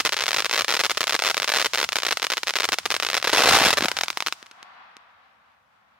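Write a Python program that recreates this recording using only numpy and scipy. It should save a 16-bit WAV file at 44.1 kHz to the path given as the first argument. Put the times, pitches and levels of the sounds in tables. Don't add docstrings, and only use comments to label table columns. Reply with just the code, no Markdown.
import sys
import numpy as np
from scipy import signal
from scipy.fft import rfft, irfft, next_fast_len
from scipy.io import wavfile
from scipy.ndimage import uniform_filter1d, minimum_filter1d, map_coordinates

SR = 44100
rng = np.random.default_rng(int(sys.argv[2]) if len(sys.argv) > 2 else 0)


def write(x):
    x = np.atleast_2d(x).T
    wavfile.write(sys.argv[1], SR, np.round(np.clip(x, -1, 1) * 32767).astype(np.int16))


N = 264140


def amp(db):
    return 10 ** (np.asarray(db) / 20)


def unit(x):
    return x / np.sqrt(np.mean(x ** 2) + 1e-20)


def along(points, hz):
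    f, v = np.transpose(points)
    return np.interp(np.log(hz + 1), np.log(f + 1), v)


def at_times(rows, s):
    return np.interp(s, *np.transpose(rows))


def curve(rows):
    return at_times(rows, np.arange(N) / SR)


def wobble(rate):
    knots = rng.standard_normal(int(N * rate / SR) + 4)
    return map_coordinates(knots, [np.arange(N) * rate / SR])


def filtered(x, response):
    m = next_fast_len(x.shape[-1] + SR // 4)
    spectrum = rfft(x, m) * response(np.fft.rfftfreq(m, 1 / SR))
    return irfft(spectrum, m)[..., :x.shape[-1]]


def convolved(x, response):
    return signal.fftconvolve(np.atleast_2d(x), np.atleast_2d(response), axes=1)[:, :N]


def pulse(spectrum, size=2048):
    log_gain = np.log(amp(along(spectrum, np.fft.rfftfreq(size, 1 / SR))))
    cepstrum = irfft(log_gain)
    cepstrum[1:size // 2] *= 2
    cepstrum[size // 2 + 1:] = 0
    shape = irfft(np.exp(rfft(cepstrum)))
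    return shape / np.abs(shape).max()


def impulses(times, gains):
    samples = np.clip(np.round(times * SR), 0, N).astype(int)
    return np.bincount(samples, gains, N + 1)[:N]


def stereo(pair, width_hz):
    side = filtered(pair[1], lambda hz: hz / np.hypot(hz, width_hz))
    return np.array([pair[0] + side, pair[0] - side])


def noise(spectrum, width_hz):
    coloured = filtered(rng.standard_normal((2, N)), lambda hz: amp(along(spectrum, hz)))
    return unit(stereo(coloured, width_hz))


# (start [s], length [s], strength [dB])
STAR_STRINGS = [(0.002, 0.0038, 5), (0.051, 0.022, 2.5), (0.093, 0.0, -3), (0.123, 0.02, -3.5),
                (0.167, 0.059, -5.5), (0.238, 0.0, 1), (0.259, 0.0067, -7.5), (0.281, 0.0081, 2),
                (0.308, 0.0089, -1.5), (0.331, 0.0, 0.5), (0.344, 0.003, 1.5), (0.364, 0.04, -1.5),
                (0.423, 0.0, -6), (0.446, 0.017, -3), (0.496, 0.0, -7), (0.512, 0.0, 1.5),
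                (0.529, 0.016, -0.5), (0.558, 0.0053, -1.5), (0.577, 0.043, 2), (0.646, 0.00065, -2),
                (0.682, 0.042, 0.5), (0.739, 0.032, 1.5), (0.793, 0.019, 0.5), (0.837, 0.027, -1.5),
                (0.897, 0.018, 2.5), (0.973, 0.0049, 2), (1.007, 0.0084, 0.5), (1.031, 0.0094, -3),
                (1.071, 0.0074, 0.5), (1.095, 0.013, -2.5), (1.124, 0.026, 0.5), (1.164, 0.0, -7.5),
                (1.192, 0.0077, -4), (1.222, 0.0, 5), (1.238, 0.039, -1), (1.288, 0.024, 1),
                (1.345, 0.00065, -2), (1.369, 0.0091, 3.5), (1.4, 0.0, -4), (1.421, 0.0093, 0.5),
                (1.444, 0.0, 2.5), (1.477, 0.023, 1.5), (1.519, 0.0034, -5), (1.538, 0.087, 1),
                (1.646, 0.02, -0.5), (1.735, 0.022, -1), (1.775, 0.026, -2), (1.814, 0.002, 1),
                (1.829, 0.017, 0.5), (1.89, 0.0022, -10.5), (1.922, 0.0078, -2.5), (1.957, 0.0099, 1.5),
                (1.986, 0.00055, 0), (2.002, 0.0012, -13), (2.022, 0.0018, -10.5), (2.033, 0.0, 2),
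                (2.051, 0.037, -3.5), (2.109, 0.019, 1.5), (2.172, 0.0, 0.5), (2.198, 0.0, -13.5),
                (2.22, 0.0077, 1), (2.243, 0.0041, -2), (2.268, 0.00086, -3), (2.302, 0.034, -4),
                (2.371, 0.0084, 0), (2.433, 0.00032, -3.5), (2.471, 0.036, -3.5), (2.538, 0.0013, -9),
                (2.556, 0.012, 2.5), (2.587, 0.0016, -4), (2.6, 0.005, -0.5), (2.621, 0.00069, -8.5),
                (2.633, 0.02, 0), (2.689, 0.00032, 4), (2.721, 0.021, 0.5), (2.786, 0.0, 2),
                (2.856, 0.0042, -3.5), (2.904, 0.017, -1), (2.942, 0.008, -5), (2.965, 0.00013, -1),
                (3.0, 0.0, -1), (3.025, 0.0068, -2.5), (3.049, 0.0, -2.5), (3.066, 0.0027, -5.5),
                (3.088, 0.0, -4.5), (3.101, 0.0, 0), (3.114, 0.0076, -14), (3.132, 0.047, 0),
                (3.2, 0.0016, -18), (3.227, 0.0, -3.5), (3.244, 0.0056, 1.5), (3.273, 0.0044, 3),
                (3.295, 0.0049, -1.5), (3.729, 0.0069, 7), (3.772, 0.012, 5.5), (3.808, 0.018, -4.5),
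                (3.837, 0.02, -1), (3.884, 0.0, 6), (3.916, 0.00056, -1.5), (3.968, 0.0039, -6),
                (3.988, 0.0, 0), (4.01, 0.0029, -6), (4.035, 0.0, 5), (4.083, 0.00027, -5),
                (4.103, 0.0, -2), (4.173, 0.0, -1), (4.205, 0.0, -3.5), (4.224, 0.00073, -6),
                (4.264, 0.0064, -2), (4.284, 0.0, -6.5), (4.325, 0.00014, -3.5), (4.428, 0.00078, -24),
                (4.462, 0.0045, -34.5), (4.513, 0.0034, -33), (4.629, 0.0018, -24), (4.968, 0.001, -26.5)]
STRING_RATE, STRING_JITTER, STRING_SPREAD_DB = 125, 0.35, 3


def strings(count=16):
    snaps = []
    for start, length, db in STAR_STRINGS:
        gaps = min(int(np.ceil(length * STRING_RATE - 1 / 4)), count - 1)
        k = np.arange(gaps + 1)
        slip, size = rng.standard_normal((2, count))[:, k]
        inside = (k > 0) & (k < gaps)
        position = (k + STRING_JITTER * slip * inside) / max(gaps, 1)
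        strength_db = db + STRING_SPREAD_DB * size * (gaps > 0)
        snaps.append([start + length * position, strength_db])
    return np.hstack(snaps)


def with_bounce(times, gains, bounce_ms):
    bounce = impulses(times + bounce_ms / 1000, gains)
    return impulses(times, gains) + filtered(bounce, lambda hz: .42 / (1 + 1j * hz / 3200))


# (time [s], bulk [dB])
STAR_BULK = [(0, -20.5), (3.15, -15), (3.4, -5), (3.86, -9.5), (4, -15.5), (4.45, -11)]


def stars(s, db, bounce_ms, boom_hz=900, variety_db=5):
    bulk = amp(at_times(STAR_BULK, s) + variety_db * rng.standard_normal(len(s)))
    edge_gain = amp(db) / np.hypot(1, bulk)
    edge = with_bounce(s, edge_gain, bounce_ms)
    push = with_bounce(s, 2 * bulk * edge_gain, bounce_ms)
    return edge + filtered(push, lambda hz: 1 / (1 + 1j * hz / boom_hz))


# (time [s], rate [snaps/s])
SPARK_RATE = [(0, 43), (2.4, 25.2), (3.15, 42), (3.35, 350), (3.55, 553), (3.68, 297), (3.78, 40),
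              (4.3, 4.7)]


def sparks(level_db=-29, spread_db=4, crowd_db=5):
    rate = curve(SPARK_RATE) * (np.arange(N) / SR < SPARK_RATE[-1][0])
    born = np.flatnonzero(rng.random(N) < rate / SR)
    size, height = rng.standard_normal((len(born), 2)).T
    db = level_db + spread_db * size + crowd_db * np.log1p(rate[born] / 100)
    bounce_ms = np.abs(1.7 + 0.27 * height)
    return with_bounce(born / SR, amp(db), bounce_ms)


def scattered(snaps, near_db=-16, near_t60=0.027, yard_db=-21, yard_t60=0.076, count=8):
    t = np.arange(SR // 5) / SR
    near = amp(near_db) * unit(amp(-60 * t / near_t60))
    yard = amp(yard_db) * unit(amp(-60 * t / yard_t60))
    choice = rng.integers(count, size=N // 256 + 1).repeat(256)[:N]
    smear = np.zeros((2, N))
    for k in range(count):
        grain = unit(stereo(rng.standard_normal((2, len(t))), width_hz=6000))
        tail = grain * (near + yard) / np.sqrt(len(t))
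        smear += convolved(snaps * (choice == k), tail)
    return smear


# (delay [s], level [dB])
ECHO_DECAY = [(0, 2), (.08, 2), (.2, 6.5), (.45, -8), (.8, -13.5), (1.25, -4.5), (1.45, -12.5), (1.8, -16),
              (2.1, -23.5), (2.4, -18), (2.8, -20.5)]
# (frequency [Hz], gain [dB])
ECHO_COLOUR = [(60, -1), (210, 5), (370, -17.5), (600, -10), (1100, -2), (2200, -12), (2900, -14),
               (4500, -14), (12000, -9)]


def far_echo(snaps, level_db=-24, air_hz=3700, air_s=0.23, roll_db=1.16):
    t = np.arange(3 * SR) / SR
    tail = stereo(rng.standard_normal((2, len(t))), width_hz=410) * amp(at_times(ECHO_DECAY, t))
    tail /= np.linalg.norm(tail[0])
    dull = filtered(tail, lambda hz: 1 / (1 + (hz / air_hz) ** 4))
    tail = dull + (tail - dull) * np.exp(-t / air_s)
    roll = amp(level_db + roll_db * wobble(12))
    return roll * convolved(snaps, filtered(tail, lambda hz: amp(along(ECHO_COLOUR, hz))))


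# (frequency [Hz], level [dB])
LEFT_SNAP = [(40, -57), (220, -20.5), (330, -14), (500, -6.5), (1200, 0), (2300, 3), (3300, 2), (4300, 0),
             (5300, -16), (6300, -3.5), (7500, -8.5), (15000, -24.5)]
RIGHT_SNAP = [(40, -65), (220, -22.5), (330, -6), (500, -3), (1400, 3), (2800, 4), (3800, 5.5), (5000, 6.5),
              (6200, 0.5), (7200, -20), (11000, -9.5), (15000, -43)]


def crackle(s, db, bounce_ms, level_db=1, lag_ms=0.031):
    snaps = stars(s, db, bounce_ms) + sparks()
    air = snaps + scattered(snaps) + far_echo(snaps)
    left, right = convolved(air, [pulse(LEFT_SNAP), pulse(RIGHT_SNAP)])
    left = filtered(left, lambda hz: np.exp(-2j * np.pi * hz * lag_ms / 1000))
    return amp(level_db) * np.array([left, right])


# (frequency [Hz], density [dB per Hz])
FIZZ_COLOUR = [(1500, -19.5), (6000, 5), (9000, 3), (15000, -9)]


def fizz(s, db, level_db=-35, t60=0.059, grain_db=3):
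    t = np.arange(SR // 4) / SR
    thrown = np.tanh(amp(db) ** 2) * amp(db)
    power = convolved(impulses(s, thrown), amp(-60 * t / t60) ** 2)
    grain = amp(level_db + grain_db * wobble(1000))
    return grain * np.sqrt(np.abs(power)) * noise(FIZZ_COLOUR, width_hz=15000)


# (time [s], level [dB])
JET_HISS = [(0, -46), (1.5, -44.5), (2.5, -47), (3.2, -48.5), (3.5, -40), (3.7, -41.5), (3.95, -46.5),
            (4.3, -50.5), (4.8, -81)]
# (time [s], level [dB])
FLAME_ROAR = [(0, -57), (1.6, -57.5), (2.4, -63), (3.1, -54), (3.3, -52.5), (3.5, -38.5), (3.66, -36),
              (3.75, -44), (3.9, -53), (4.3, -68), (4.6, -86)]
# (frequency [Hz], density [dB per Hz])
HISS_COLOUR = [(100, -16.5), (1000, -16.5), (3000, -3.5), (5500, -2.5), (15000, -22.5)]
ROAR_COLOUR = [(25, -10.5), (75, 4.5), (170, -2), (350, -9.5), (700, -18), (1500, -2), (4000, -40.5)]


def jet():
    flutter_db = wobble(27)
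    hiss = amp(curve(JET_HISS) + flutter_db) * noise(HISS_COLOUR, width_hz=1000)
    roar_db = curve(FLAME_ROAR) + flutter_db + 5.0 * wobble(54)
    return hiss + amp(roar_db) * noise(ROAR_COLOUR, width_hz=1700)


# (frequency [Hz], density [dB per Hz])
NIGHT_COLOUR = [(15, -56), (25, -18.5), (80, -1.5), (157, -11), (212, -5), (405, -26), (476, -12),
                (531, -9.5), (1260, -6.5), (5730, -43), (13600, -34), (16000, -42)]


def night(level_db=-67):
    return amp(level_db) * noise(NIGHT_COLOUR, width_hz=200)


# (time [s], relative peak level [dB])
POWDER_PUFFS = [(1.615, -39), (3.399, -22), (3.448, -20), (3.514, -17.5), (3.614, -14), (3.662, -11.5),
                (3.807, -21.5), (3.824, -16), (3.85, -16), (4.427, -44), (4.512, -51), (4.628, -51),
                (4.967, -47.5)]
# (frequency [Hz], level [dB])
PUFF_COLOUR = [(25, -35), (90, -17.5), (160, -3), (240, 3.5), (400, 0.5), (800, -17), (2500, -33.5)]


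def puffs(level_db=1):
    s, db = np.transpose(POWDER_PUFFS)
    return convolved(impulses(s, amp(db + level_db)), pulse(PUFF_COLOUR))


# (time [s], mean rate [stars/s], median strength [dB])
DENSE_VOLLEY = [(3.326, 236, 1), (3.38, 185, 1.5), (3.47, 224, 5.5), (3.55, 290, 9), (3.597, 140, 0.5),
                (3.615, 244, 8), (3.67, 236, 6.5), (3.708, 106, 1.5)]
VOLLEY_SPREAD_DB = 6
CLUMP_RATE, CLUMP_SHARE = 75, 0.72


def volley(count=200):
    s, rate, db = np.transpose(DENSE_VOLLEY)
    t = np.arange(N) / SR
    cycle = (t - s[0]) * CLUMP_RATE + wobble(CLUMP_RATE / 2) / 3
    firing = cycle % 1 < CLUMP_SHARE
    rate_now = firing * np.interp(t, s, rate, left=0, right=0)
    spent = np.cumsum(rate_now) / SR / CLUMP_SHARE
    slip, size = rng.standard_normal((2, count))
    turn = np.abs(np.arange(count) + slip / 2)
    fired = turn < spent[-1]
    times = t[np.searchsorted(spent, turn[fired])]
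    return np.array([times, np.interp(times, s, db) + VOLLEY_SPREAD_DB * size[fired]])


# (time [s], median delay [ms])
BOUNCE_DELAY = [(0, 1.89), (1.4, 1.58), (2.3, 1.885), (3.3, 1.81), (3.55, 1.13), (3.8, 1.535), (4.03, 1.2),
                (4.1, 0.78), (5, 0.63)]
BOUNCE_SPREAD = 0.18


def bursts():
    s, db = np.hstack([strings(), volley()])
    height = np.exp(BOUNCE_SPREAD * rng.standard_normal(len(s)))
    return s, db, height * at_times(BOUNCE_DELAY, s)


def scene():
    s, db, bounce_ms = bursts()
    return crackle(s, db, bounce_ms) + fizz(s, db) + jet() + puffs() + night()


def record(dry, ceiling_db=-2, clip_db=-7.8, low_cut_hz=90, top_hz=16400, size=13):
    needed = np.minimum(1, amp(ceiling_db) / (np.abs(dry) + 1e-9))
    limited = dry * uniform_filter1d(minimum_filter1d(needed, size), size)
    clipped = limited / (1 + (limited / amp(clip_db)) ** 4) ** (1 / 4)
    balanced = clipped * amp([[.15], [0]])
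    thinned = filtered(balanced, lambda hz: 1j * hz / (1j * hz + low_cut_hz))
    return filtered(thinned, lambda hz: 1 / (1 + (hz / top_hz) ** 120))


dry = scene()
out = record(dry)
write(out)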